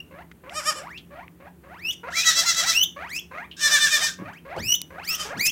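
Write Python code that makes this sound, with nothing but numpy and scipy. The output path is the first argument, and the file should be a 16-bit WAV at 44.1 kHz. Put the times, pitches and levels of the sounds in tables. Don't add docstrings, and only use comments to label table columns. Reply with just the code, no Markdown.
import sys
import numpy as np
from scipy import signal
from scipy.fft import rfft, irfft
from scipy.io import wavfile
from scipy.ndimage import uniform_filter1d

SR = 44100
rng = np.random.default_rng(int(sys.argv[2]) if len(sys.argv) > 2 else 0)


def inscribe(sig):
    pcm = np.round(np.clip(np.atleast_2d(sig).T, -1, 1) * 32767)
    wavfile.write(sys.argv[1], SR, pcm.astype(np.int16))


N = 242991
T = np.arange(N) / SR
TOP_HZ = 15900

# f/Hz, gain/dB
BREATH_COLOUR = [(1200, -33.5), (2200, -2), (3300, -13.5), (4200, -13.5), (6200, 3.5), (8000, -7),
                 (11500, -9), (14000, -12), (16000, -53.5)]


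def undb(db):
    return 10 ** (np.asarray(db) / 20)


def unit(x):
    return x / np.sqrt(np.mean(x ** 2))


def walk(rate, size):
    return unit(np.interp(np.arange(size) * rate / SR, np.arange(size), rng.standard_normal(size)))


def gain_at(points, hz):
    f, db = np.transpose(points)
    return undb(np.interp(np.log(hz + 1), np.log(f), db))


def coloured(points):
    return unit(irfft(rfft(rng.standard_normal(N)) * gain_at(points, np.fft.rfftfreq(N, 1 / SR)), N))


def band(hz, width_hz):
    f = np.fft.rfftfreq(N, 1 / SR) + 1
    return unit(irfft(rfft(rng.standard_normal(N)) / (1 + ((f - hz ** 2 / f) / width_hz) ** 2), N))


def swell(centre, length):
    return np.cos(np.pi * np.clip((T - centre) / length, -.5, .5)) ** 2


def partials(hz, throat, count):
    k = np.arange(1, count + 1)[:, None]
    return k * 2 * np.pi * np.cumsum(hz) / SR, gain_at(throat, k * hz) * (k * hz < TOP_HZ)


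def call_shape(start, middle, end, held, grunt_hz, whistle_hz, glide,
               grunt_db, whistle_db, grunt_over_db, whistle_over_db):
    # climb/0-1, level/dB, overtones/dB
    thinning = [(0, -9, 1.5), (.22, 1, 0), (.6, -4.5, -2.5), (.85, -3.5, -5.5), (1, -2.5, -2.5)]
    creep_octaves_per_s, flick_share, flick_s = 1.6, .2, .017
    early_share, catch_s = .4216, .0054
    release_db, release_s = -11, .013885
    on = (T > start) & (T < end)
    t = T[on]
    climb = 1 / (1 + np.exp((middle - t) / glide))
    high = climb ** 6
    top_hz = whistle_hz * 2 ** (creep_octaves_per_s * (t - end))
    flick = flick_share * high * np.clip(2 * (1 - (end - t) / flick_s), 0, 1)
    hz = grunt_hz * (top_hz / grunt_hz) ** climb * (1 + flick + .008 * walk(45, N)[on])
    caught = 1 / (1 + np.exp((end - held - t) / catch_s))
    whistle = early_share * high + (1 - early_share) * caught * climb
    release = np.clip(1 - (end - t) / release_s, 0, 1)
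    share, thin_db, thin_over_db = np.transpose(thinning)
    db = grunt_db + (whistle_db - grunt_db) * whistle
    db += np.interp(climb, share, thin_db) + release_db * release
    broken = np.clip((climb - .2663) / .65, 0, 1)
    over_db = grunt_over_db + (whistle_over_db - grunt_over_db) * broken
    over_db += np.interp(climb, share, thin_over_db)
    return on, hz, db, over_db


def wheek(call, grunt_jitter=.0564, whistle_jitter=.00911, slack_hz=720, open_hz=2150, flutter=.5407,
          shimmer_db=2.7332, husk_db=-6, air_db=-28, push_db=2.5, push_s=.032, fade_s=.0063):
    # f/Hz, gain/dB
    open_throat = [(1700, 10.5), (2400, 2.5), (3200, -47.5), (4400, -21.5), (5800, 3), (7000, -16),
                   (9000, -22), (12000, -20.5), (14500, 3), (16000, -7.5)]
    closed_throat = [(250, -24), (500, -4), (900, 1), (1700, 0), (2400, -4), (3100, -18), (4300, -20),
                     (5800, -34), (9000, -36), (15000, -46)]
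    on, hz, db, over_db = call_shape(*call)
    t = T[on]
    db = db + push_db * np.exp((t[0] - t) / push_s)
    slack = 1 / (1 + (hz / slack_hz) ** 4)
    closed = 1 / (1 + (hz / open_hz) ** 4)
    hz = hz * (1 + (whistle_jitter + grunt_jitter * slack) * walk(600, len(t)))
    phase, open_gain = partials(hz, open_throat, count=9)
    _, closed_gain = partials(hz, closed_throat, count=9)
    gain = closed_gain ** closed * open_gain ** (1 - closed)
    upper = np.array([g / k ** .7 * undb(3.5 * walk(70, len(t))) for k, g in enumerate(gain[1:], 2)])
    overtones = (upper * np.sin(phase[1:])).sum(0) / np.sqrt((upper ** 2).sum(0))
    tone = np.sqrt(2) * (np.sin(phase[0]) + undb(over_db) * overtones)
    tone *= 1 + flutter * slack * walk(500, len(t))
    leak = 1 + np.cos(phase[0])
    husk = undb(husk_db) * np.sqrt(slack) * leak * coloured(closed_throat)[on]
    air = undb(air_db + over_db) * coloured(BREATH_COLOUR)[on]
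    edges = np.clip(np.minimum(t - t[0], t[-1] - t) / fade_s, 0, 1)
    shimmer = shimmer_db * (1 - slack) * walk(200.7, len(t))
    out = np.zeros(N)
    out[on] = (tone + husk + air) * edges * undb(db + shimmer)
    return out


def guinea_pig():
    # start/s, mid-climb/s, end/s, whistle hold/s, grunt f/Hz, whistle f/Hz, glide/s,
    # grunt level/dB, whistle level/dB, grunt overtones/dB, whistle overtones/dB
    calls = [(-.2, -0.101, .012, 0.0497, 550.8, 2635, 0.0347, -23, -24, 0, -15),
             (0.106, 0.231, .238, 0.0156, 506, 2416, 0.028363, -45.5, -55, -3.5, 11),
             (0.434, 0.552, .555, 0, 487, 2504, 0.02767, -44.5, -47, -2, 0),
             (0.753, .879, .995, 0.0018, 487.3, 3173, 0.033, -42, -31.5, -3, -17),
             (1.103, 1.241, 1.254, 0.05686, 522.3, 2516, 0.0409, -43.5, -56, -4.5, 3),
             (1.398, 1.498, 1.498, 0, 521, 2579, 0.02207, -46.5, -56.5, -4.5, -26),
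             (1.63, 1.761, 1.922, 0.0793, 531.6, 2990, .028, -46.5, -21.5, -1.5, -8),
             (2.03, 2.109, 2.255, 0.1334, 466.6, 2590, 0.015799, -39, -26.5, 3, -8.5),
             (2.36, 2.461, 2.485, 0.0076, 508.2, 2581, 0.02286, -42.5, -50.5, 0.5, 8.5),
             (2.577, 2.676, 2.85, 0.10378, 527.5, 3135, .025, -40.5, -16, 5, -3),
             (2.96, 3.066, 3.203, 0.09395, 516.9, 2941, 0.032206, -41, -25, 3, -2),
             (3.31, 3.445, 3.465, 0, 489.3, 2465, 0.04215, -44, -63.5, 6, 3),
             (3.658, 3.759, 3.785, 0.0257, 494, 2428, 0.03, -44.5, -47.5, 5.5, -3.5),
             (3.96, 4.058, 4.065, 0.0079, 519.9, 2523, 0.0313, -42, -68.5, 6.5, -12.5),
             (4.185, 4.321, 4.397, 0.0834, 521.4, 3083, 0.024965, -42.5, -44.5, 1.5, -12.5),
             (4.448, 4.564, 4.764, 0.0798, 513.2, 3044, 0.028358, -39.5, -21.5, -4, 3.5),
             (4.9, 5.02, 5.163, 0.08519, 516.3, 2945, 0.026235, -42, -30, -0.5, 7.5),
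             (5.248, 5.352, 5.508, 0.12155, 401.9, 2781, 0.024764, -37.5, -22, 1, 2.5)]
    # t/s, length/s, level/dB
    cracks = [(1.93, 0.04363, -41.5), (2.847, 0.01205, -39), (3.165, 0.0588, -38), (4.728, 0.0489, -38.5),
              (4.76, 0.01806, -45.5), (5.466, 0.0345, -19)]
    rasp = sum(undb(db) * swell(s, length) for s, length, db in cracks)
    return sum(wheek(call) for call in calls) + rasp * coloured(BREATH_COLOUR)


def room_tone(air_db=-51, hum_db=-57, hum_hz=172):
    # f/Hz, gain/dB
    air_colour = [(20, -44), (40, -46.5), (65, -1), (85, -4.5), (114, -14.5), (170, -2), (210, -9.5),
                  (360, -8.5), (470, -19), (770, -26), (2550, -33.5), (5000, -43), (15500, -35)]
    phase = 2 * np.pi * np.cumsum(hum_hz + 4 * walk(14, N)) / SR
    hum = np.sqrt(2) * np.sin(phase) * undb(2 * walk(9, N))
    air = coloured(air_colour) * undb(.8 * walk(6, N))
    return undb(air_db) * air + undb(hum_db) * hum


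def ticks(attack_s=.0004484):
    # t/s, level/dB, f/Hz, width/Hz, decay/s
    contacts = [(.315, -41.5, 1741, 1777, 0.004124), (0.496, -29, 2760, 928.5, 0.002138),
                (0.976, -40, 3296, 1529, 0.014994), (1.281, -37.5, 2210, 496, 0.00077),
                (3.513, -39, 2978, 706, 0.02255), (4.564, -47.5, 3526, 5890, 0.01055),
                (4.817, -17, 4417, 14600, 0.000185)]
    out = np.zeros(N)
    for s, db, hz, width, decay in contacts:
        envelope = np.exp(-np.maximum((s - T) / attack_s, (T - s) / decay))
        out += undb(db) * envelope * band(hz, width)
    return out


def bleat_shape(beats, bow, least_rough, depth, flank_s=.026, lead_s=.05, tail_s=.06433, edge_db=-22):
    # t from its centre/s, pitch ratio, level/dB, roughness/0-1
    quaver = [(-.039, .98, -14, .7), (-.024, 1, -4.5, .2), (-.01, 1, -1, .05), (.002, 1, 0, .05),
              (.015, .995, -1, .12), (.029, .94, -7.5, .55), (.045, .82, -13, .9)]
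    knots = []
    for s, hz, db, glide in beats:
        for dt, ratio, dip, rough in quaver:
            bend = 1 + bow * min((dt / flank_s) ** 2, 1)
            pitch = hz * ratio ** depth * 2 ** (glide * dt) * bend
            knots.append((s + dt, pitch, db + dip * depth, max(rough, least_rough)))
    first, last = knots[0], knots[-1]
    knots.append((first[0] - lead_s, first[1] * .85, first[2] + edge_db, first[3]))
    knots.append((last[0] + tail_s, last[1], last[2] + edge_db, last[3]))
    times, *curves = np.transpose(sorted(knots))
    on = (T > times[0]) & (T < times[-1])
    hz, db, rough = (uniform_filter1d(np.interp(T[on], times, c), size=300) for c in curves)
    return on, hz, db, rough


def bleat(beats, throat, manner, jitter=.038804, waver=.00503, hoarse_db=-1, shimmer_db=3, fade_s=.0037):
    bow, least_rough, depth, tilt = manner
    on, hz, db, rough = bleat_shape(beats, bow, least_rough, depth)
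    t = T[on]
    hz = hz * (1 + waver * walk(119.12, len(t)) + jitter * rough * walk(700, len(t)))
    phase, gain = partials(hz, throat, count=28)
    gain *= undb(tilt * np.log2(np.arange(1, len(gain) + 1))[:, None])
    gain *= np.array([undb(2.5 * walk(35, len(t))) for _ in gain])
    spread = rng.uniform(0, np.pi, (len(gain), 1))
    buzz = unit((gain * np.sin(phase + spread)).sum(0))
    buzz *= undb(shimmer_db * rough * walk(300, len(t)))
    hiss = np.diff(coloured(throat)[on], prepend=0) + .54 * coloured(throat)[on]
    air = unit(hiss) * (1 + np.cos(phase[0]) / 2)
    out = np.zeros(N)
    out[on] = (buzz + undb(hoarse_db) * rough * air) * undb(db) * np.minimum((t - t[0]) / fade_s, 1)
    return out


def goat():
    # t/s, f/Hz, relative level/dB, glide/(octaves per s)
    beats = [
        [(.579, 625.9, -26, -0.9725), (.687, 628.3, -19.5, 0.0644), (.775, 606.2, -35, 0.6478)],
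        [(2.19, 668.2, -21.5, -0.3664), (2.285, 650, -15.5, -0.7214), (2.39, 674, -17, 0.488),
         (2.492, 684.4, -18, -0.6104), (2.595, 667, -19, 0.00048), (2.695, 668.5, -18.5, 0)],
        [(3.653, 588.5, -17, -0.1691), (3.744, 590.1, -15, -0.0646), (3.84, 588.3, -16.5, -0.3864),
         (3.941, 600.7, -16.5, -0.1983), (4.04, 607.2, -19, 0.3447)],
        [(5.13, 639.4, -35, 0), (5.218, 608.8, -30.5, 0.02496)],
    ]
    # f/Hz, gain/dB
    throats = [
        [(350, -35.5), (620, -4), (900, -3.5), (1150, -3.5), (1300, 5), (1800, -7.5), (2450, -6), (3050, -7),
         (4000, -19.5), (5550, -3), (6200, -16), (7500, -8.5), (9000, -17), (12000, -21.5), (15500, -47.5)],
        [(400, -50.5), (660, -15.5), (940, -79.5), (1330, -2.5), (1980, -1), (2300, -16), (2650, -9),
         (3400, -6), (4020, -1.5), (4600, -9.5), (5700, -2), (8000, -12.5), (9100, -23), (15500, -28.5)],
        [(400, -19.5), (590, -26.5), (900, -42.5), (1200, -13), (1780, 1.5), (2050, -25.5), (2350, -10),
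         (2930, -14), (3560, -4.5), (4400, -14.5), (5500, -6.5), (8100, -16), (9500, -24.5), (15500, -33)],
        [(350, -29.5), (620, 4), (880, -13.5), (1240, 8.5), (2100, -3.5), (3060, 2), (4020, -11.5),
         (5750, -3.5), (15500, -35.5)],
    ]
    # pitch bow at a beat's flanks/share, least roughness/0-1, quaver depth, tilt/(dB per octave)
    manners = [(-.08, .05, 1.45, 1), (-0.0093, 0.28, 1.05, 1.8833), (.026, 0.16, .92, 1.1334),
               (0.028, 0.56, 0.77, 5.5)]
    return sum(bleat(*parts) for parts in zip(beats, throats, manners))


def blanket_thumps():
    # t/s, length/s, level/dB, f/Hz
    landings = [(4.218, 0.0848, -35, 178), (4.272, 0.1548, -44, 165.7), (4.58, 0.07808, -30.5, 526),
                (4.607, 0.11494, -39, 206.2), (4.635, 0.2355, -36.5, 96.12), (5.387, 0.11866, -35, 171.3),
                (5.482, 0.1578, -47, 158.8)]
    return sum(undb(db) * swell(s, length) * band(hz, 1.107 * hz) for s, length, db, hz in landings)


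def room(x, wet_db, t60, treble_t60, predelay_s=.003, split_hz=5000):
    t = T[:SR // 2]
    noise = rng.standard_normal(len(t))
    low = signal.sosfilt(signal.butter(1, split_hz, fs=SR, output="sos"), noise)
    tail = (low * 1000 ** (-t / t60) + (noise - low) * 1000 ** (-t / treble_t60)) * (t > predelay_s)
    return x + undb(wet_db) * signal.fftconvolve(x, tail / np.sqrt(np.sum(tail ** 2)))[:N]


def scene():
    near = room(guinea_pig(), wet_db=-10.5, t60=.23415, treble_t60=.08892)
    far = room(goat(), wet_db=-8.2, t60=.23357, treble_t60=.13045)
    return (near + undb(-.1133) * far + blanket_thumps() + ticks() + room_tone())[None]


def record(dry):
    return signal.sosfilt(signal.ellip(10, .2, 80, TOP_HZ, fs=SR, output="sos"), dry)


dry = scene()
out = record(dry)
inscribe(out)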